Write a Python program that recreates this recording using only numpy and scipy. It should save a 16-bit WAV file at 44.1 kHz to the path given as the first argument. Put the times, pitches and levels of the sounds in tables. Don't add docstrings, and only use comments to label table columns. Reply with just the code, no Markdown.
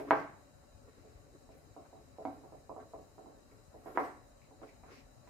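import sys
import numpy as np
from scipy import signal
from scipy.fft import rfft, irfft
from scipy.io import wavfile
from scipy.ndimage import uniform_filter1d

SR = 44100
rng = np.random.default_rng(int(sys.argv[2]) if len(sys.argv) > 2 else 0)


def master(y):
    cut = np.clip(np.atleast_2d(y).T, -1, 1)
    pcm = np.round(cut * 32767)
    wavfile.write(sys.argv[1], SR, pcm.astype(np.int16))


def undo_db(level):
    steps = np.asarray(level, float) / 20
    return 10 ** steps


N = 233453

# pitch in Hz, level in dB per Hz.
RUMBLE_COLOUR = [(13, -35), (22, -6.5), (97, -6), (172, -15), (282, -14.5), (471, -18), (533, -14.5),
                 (682, -16.5), (838, -18), (929, -22), (1590, -28), (1870, -30), (3000, -40), (3900, -66.5),
                 (6600, -120)]
# pitch in Hz, level in dB per Hz.
HISS_COLOUR = [(1760, -52), (3000, -10.5), (3490, -14), (3950, 3), (4420, -4.5), (5140, 0), (5620, -7.5),
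               (7160, 1), (8570, -5.5), (9710, -6.5), (10400, -13), (11100, -6.5), (12100, -13.5),
               (15100, -12), (15600, -21)]
RUMBLE_DB, HISS_DB = -62, -74
# pitch in Hz, likeness from 0 to 1.
FLOOR_LIKENESS = [(40, 0.96), (130, 0.05), (300, 0.76), (700, 0), (1500, 0), (4000, 0)]
# pitch in Hz, left minus right in dB.
FLOOR_PAN = [(60, 2), (110, 15), (200, 9), (380, 10), (700, -4.5), (1290, 3.5), (2380, 11), (4400, 0),
             (8120, 1.5), (15000, -7)]

# delay in ms, left level in dB, right level in dB.
ECHOES = [(3.1, -9, -14), (4.1, -14, -7), (6.1, -5, -10), (9.2, -12, -11), (12.5, -8, -14),
          (17.5, -13, -16), (23.8, -13, -12), (29.5, -15, -12)]
# pitch in Hz, level in dB, time to fall 60 dB in seconds.
BODY = [(146.7, -35, 0.83), (284.4, -28, 0.28), (431, -24, 0.29), (545, -39, 0.4), (662, -26.5, 0.22),
        (752.2, -26, 0.23), (1018, -22.5, 0.11), (1121, -34.5, 0.41), (1370, -36.5, 0.27),
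        (1567, -28, 0.35), (1873, -27, 0.067), (2195, -14, 0.11)]
# pitch in Hz, time to fall 60 dB in seconds, level in dB.
ROOM = [(157, 0.68, -21.5), (295.2, 0.5, -19.5), (600, 0.42, -20), (1154, 0.45, -23), (2400, 0.51, -22),
        (4864, 0.56, -22.5), (9780, 0.74, -19.5)]
# pitch in Hz, likeness from 0 to 1.
ROOM_LIKENESS = [(200, 0.5), (400, 1), (600, 0.7), (1500, 0)]

# start in seconds, peak in dB, pitch in Hz, left minus right in dB.
SNAPS = [
    (3.5144, -65, 2170, 10),
    (4.417, -62, 2400, 10),
    (4.69, -55.5, 2220, 2),
    (4.837, -62, 2210, 5),
    (4.9084, -61, 2270, 13),
    (5.274, -65, 2020, 13),
]
# start in seconds, peak in dB, pitch in Hz, left minus right in dB.
TICKS = [
    (1.5768, -72, 10200, -1.0),
    (3.5344, -72, 7590, -2.0),
    (3.8544, -62.5, 11700, -1.0),
    (4.0512, -61, 8200, 0.49),
    (4.253, -73, 6960, 0.0),
]
# start in seconds, peak in dB, pitch in Hz.
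GRIP = [
    (1.147, -46, 51.1),
    (1.179, -60, 61.9),
]

# start in seconds, hold in seconds, deep rub in dB,
# bright rub above the deep one in dB.
STROKES = [(.05, .06, -46, -9), (.45, .05, -68, -5.5), (.62, 0.027, -76, 1), (.85, 0.15, -60.5, -10),
           (1.045, 0.37, -62, -14), (1.52, 0.14, -57.5, -23), (1.85, 0.016, -75.5, 9),
           (2.02, 0.11, -63, -10.5), (2.2, 0.22, -66.5, 1), (2.38, 0.072, -55.5, -12), (2.56, .03, -72, 1),
           (2.8, 0.026, -56.5, -7), (2.89, 0.052, -58, -11.5), (3.05, 0.095, -65.5, -11),
           (3.17, 0.13, -55, -17), (3.4, 0.2, -61.5, -10), (3.68, 0.047, -74.5, 5), (3.78, .02, -62, -11),
           (3.87, 0.095, -45, -5), (4.03, 0.05, -50, 3), (4.165, 0.016, -60, -18), (4.26, 0.063, -69.5, -8),
           (4.51, .08, -58, -13), (4.632, .01, -47.5, -9), (4.89, 0.052, -51.5, -4), (5.26, .04, -62, -6)]
# start in seconds, hold in seconds,
# wet smear in dB, fizz above the wet smear in dB.
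SLIDES = [(0, 0.014, -57.5, -11), (.12, 0.083, -52.5, -23), (.37, .02, -81, -19), (.9, 0.28, -68, -26),
          (1.28, 0.17, -79.5, -17.5), (1.52, 0.025, -65, -28), (1.578, 0.0078, -70, -5.5),
          (1.74, 0.62, -71.5, -20), (2.29, .07, -71.5, -9), (2.48, .12, -73, -14), (2.7, 0.55, -76, -12),
          (3.51, .03, -75, -6), (3.78, 0.042, -70, -11), (3.87, .09, -78.5, 4), (4, 0.055, -53, -17),
          (4.1, 0.061, -69, -16.5), (4.43, 0.034, -65.5, -25), (4.68, .015, -59.5, -21),
          (4.92, 0.067, -53.5, -26), (5.28, .02, -62.5, -25)]

# start in seconds, peak in dB, pitch in Hz, edge level in dB,
# left minus right in dB.
ROCKS = [(1.046, -50, 530, -31, -4), (1.463, -64.5, 810, -35, -13), (1.49, -44, 690, -28, -4),
         (1.764, -36, 680, -7, -1), (1.929, -40, 700, -36, -2), (1.956, -48, 680, -5, 0),
         (2.184, -31.5, 645, -29, -1), (2.436, -41, 724, -42, -6), (2.522, -38, 647, -9, -5),
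         (2.694, -35, 600, 3, -3.5), (2.763, -33.5, 662, -5.5, -3), (2.935, -33, 657, -6.5, 0.5),
         (2.984, -46, 650, -20, -3), (3.181, -39, 677, -6, -6), (3.259, -38, 720, -28, -6),
         (3.368, -54.5, 570, -13, 4), (3.742, -40, 650, -15, -3.5), (3.859, -33, 693, -32, -5.5),
         (4.51, -47, 740, -23, -5), (4.617, -41, 686, -9, -9), (4.835, -42.5, 730, -4, -4),
         (5.274, -45.5, 760, -8, -6.5)]
# start in seconds, peak in dB, left minus right in dB.
KNOCKS = [
    (-0.0055, -28.0, -0.5),
    (0.107, -9, -0.5),
    (2.251, -26, -2.5),
    (3.973, -14, -0.5),
]
# pitch in Hz, level in dB per Hz.
BLOWS = [
    [(59, -43), (100, -10), (212, -28), (266, -6), (429, -5.5), (555, -9), (795, -9.5), (1120, -18),
     (1600, -22), (6000, -49.5), (7800, -71.5), (13200, -120)],
    [(59, -50.5), (100, -21.5), (252, -17.5), (287, -4.5), (321, -12.5), (598, -9), (657, -0.5), (736, -12),
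     (793, -0.5), (1620, -10.5), (1750, -12.5), (2190, -21.5), (9000, -71.5), (11700, -101), (19800, -120)],
    [(59, -61), (100, -15.5), (177, -23.5), (280, -0.5), (389, -18), (761, -1.5), (1640, -27.5),
     (1810, -41), (2170, -28.5), (2730, -46), (5000, -47), (6500, -70), (11000, -120)],
    [(59, -71), (100, -5.5), (186, -18.5), (271, 3), (341, 0), (657, 3.5), (713, 7), (1110, 7), (1240, 0.5),
     (1970, -5.5), (2640, -26.5), (5000, -50), (6500, -81), (11000, -120)],
]


def read(table, hz):
    rows = np.array(table, float)
    return np.interp(np.log(hz + 1e-9), np.log(rows[:, 0]), rows[:, 1])


def unit(x):
    return x / np.sqrt(np.mean(x ** 2))


def band(x, hz, width, order=2):
    edges = np.clip(hz * 2. ** np.array([-width / 2, width / 2]), 10, SR * .49)
    return signal.sosfilt(signal.butter(order, edges, "bandpass", fs=SR, output="sos"), x)


def pair(size, likeness, pan=((1, 0),), colour=((1, 0),)):
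    hz = np.fft.rfftfreq(size, 1 / SR)
    left, other = rfft(rng.standard_normal((2, size)))
    same = np.clip(read(likeness, hz), 0, 1)
    right = same * left + np.sqrt(1 - same ** 2) * other
    tilt = undo_db(read(pan, hz) / 2)
    both = np.array([left * tilt, right / tilt])
    return unit(irfft(both * undo_db(read(colour, hz)), size))


def walk(rate):
    step = int(SR / rate)
    levels = np.repeat(rng.standard_normal(N // step + 1), step)
    return uniform_filter1d(levels, step)[:N]


def add(out, s, sound, pan_db):
    i = int(s * SR)
    sides = undo_db(np.array([[pan_db], [-pan_db]]) / 2)
    sound = sound[:, max(-i, 0):N - i] * sides
    start = max(i, 0)
    out[:, start:start + sound.shape[1]] += sound


def blip(hz, cycles, size=512):
    turns = np.arange(size) / SR * hz - 2 * cycles
    slower = np.where(turns > 0, 1.6, 1)
    return np.cos(2 * np.pi * turns) * np.exp(-(turns / cycles / slower) ** 2)


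def pulse(colour, size=2048):
    cepstrum = irfft(read(colour, np.fft.rfftfreq(size, 1 / SR)) * np.log(10) / 20)
    cepstrum[1:size // 2] *= 2
    cepstrum[size // 2 + 1:] = 0
    y = irfft(np.exp(rfft(cepstrum)))
    return y / np.abs(y).max()


def gestures(rows, rise_db_s, fall_db_s):
    s, hold, db, above_db = np.array(rows, float).T[:, :, None]
    t = np.arange(N) / SR
    before, after = np.maximum(s - t, 0), np.maximum(t - s - hold, 0)
    power = undo_db(db - rise_db_s * before - fall_db_s * after) ** 2
    second = power * undo_db(above_db) ** 2
    return np.sqrt(power.sum(axis=0)), np.sqrt(second.sum(axis=0))


def room(near_db, body_db, rise_s):
    t = np.arange(SR * 3 // 4) / SR
    path = np.zeros((2, len(t)))
    path[:, 0] = undo_db(near_db + np.array([-1.5, 1.5]))
    scatter = rng.standard_normal((len(ECHOES), 2))
    for (ms, *db), chance in zip(ECHOES, scatter):
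        path[:, int(ms * SR / 1000)] += undo_db(near_db + np.array(db) + chance)

    build = 1 - np.exp(-t / rise_s)
    diffuse = pair(len(t), ROOM_LIKENESS)
    for hz, t60, db in ROOM:
        path += undo_db(db - 60 * t / t60) * band(diffuse, hz, 0.68) * build

    phases = 2 * np.pi * rng.random((len(BODY), 2))
    for (hz, db, t60), (phase, apart) in zip(BODY, phases):
        ports = phase + apart * min(hz / 1220.0, 1) * np.array([[0], [1]])
        ring = np.sin(2 * np.pi * hz * t + ports)
        path += undo_db(db + body_db - 60 * t / t60) * ring * build
    return path


def heard(contact, path):
    return signal.fftconvolve(contact[None], path, axes=1)


def floor():
    rumble = pair(N, FLOOR_LIKENESS, FLOOR_PAN, RUMBLE_COLOUR) * undo_db(RUMBLE_DB + 0.4 * walk(5.2))
    hiss = pair(N, FLOOR_LIKENESS, FLOOR_PAN, HISS_COLOUR) * undo_db(HISS_DB + 0.592 * walk(16))
    cells = signal.stft(rumble + hiss, nperseg=1024)[2]
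    streaks = uniform_filter1d(rng.standard_normal(cells.shape[1:]), size=4, axis=1)
    ripple = rng.standard_normal((cells.shape[1], 1))
    flicker = undo_db(4.6 * streaks + 2.82 * ripple)
    return signal.istft(cells * flicker, nperseg=1024)[1][:, :N]


def grip():
    out = np.zeros((2, N))
    for s, db, hz in GRIP:
        add(out, s, undo_db(db) * blip(hz, cycles=0.24, size=8192)[None], 4.5)
    return out


def snaps():
    out = np.zeros((2, N))
    for rows, cycles in ((SNAPS, 1.3), (TICKS, 5.0)):
        for s, db, hz, pan_db in rows:
            path = room(near_db=6.1, body_db=-21, rise_s=0.0032)
            add(out, s, undo_db(db - 5) * heard(blip(hz, cycles), path), pan_db)
    return out


def rub():
    deep, bright = gestures(STROKES, rise_db_s=450, fall_db_s=239.5)
    drag = pair(N, ROOM_LIKENESS) * undo_db(5.4 * walk(40))
    hum = sum(band(drag, hz, 40.0 / hz, order=1) for hz, _, _ in BODY)
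    rubbing = 0.62 * drag + hum
    low = undo_db(-5) * unit(band(rubbing, hz=369.6, width=0.98))
    high = undo_db(-3) * unit(band(rubbing, hz=940.0, width=1.21))
    return deep * low + bright * high


def smear():
    wet, fizz = gestures(SLIDES, rise_db_s=300, fall_db_s=218.5)
    grains = rng.standard_normal((2, N)) * undo_db(2.2 * rng.exponential(size=N))
    slide = unit(band(grains, hz=2200., width=.6))
    slide = slide + undo_db(-3) * unit(band(grains, hz=4500., width=.7))
    return wet * undo_db(-11.0) * slide + fizz * unit(band(grains, hz=11400.0, width=0.57))


def rocks():
    out = np.zeros((2, N))
    for s, db, hz, edge_db, pan_db in ROCKS:
        boom_db = -47 + 0.44 * (db + 38.5) - db
        boom = undo_db(boom_db) * blip(354, cycles=0.39)
        edge = undo_db(edge_db) * blip(1.477 * hz, cycles=0.73)
        blow = blip(hz, cycles=0.58) + boom + edge
        path = room(near_db=2, body_db=-11, rise_s=.005)
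        add(out, s, undo_db(db - 9.0) * heard(blow, path), pan_db)
    return out


def knocks():
    out = np.zeros((2, N))
    for (s, db, pan_db), colour in zip(KNOCKS, BLOWS):
        path = room(near_db=6, body_db=-12, rise_s=.008)
        add(out, s + 0.001175, undo_db(db - 6.0) * heard(pulse(colour), path), pan_db)
    return out


def scene():
    return floor() + grip() + snaps() + rub() + smear() + rocks() + knocks()


def band_limit(x):
    return signal.sosfilt(signal.butter(12, 15780, fs=SR, output="sos"), x)


def record(dry):
    low_cut = signal.butter(4, 33, "highpass", fs=SR, output="sos")
    top_cut = signal.ellip(8, .2, 50, 15800, fs=SR, output="sos")
    mix = signal.sosfilt(np.vstack([low_cut, top_cut]), dry)
    return band_limit(mix)


dry = scene()
out = record(dry)
master(out)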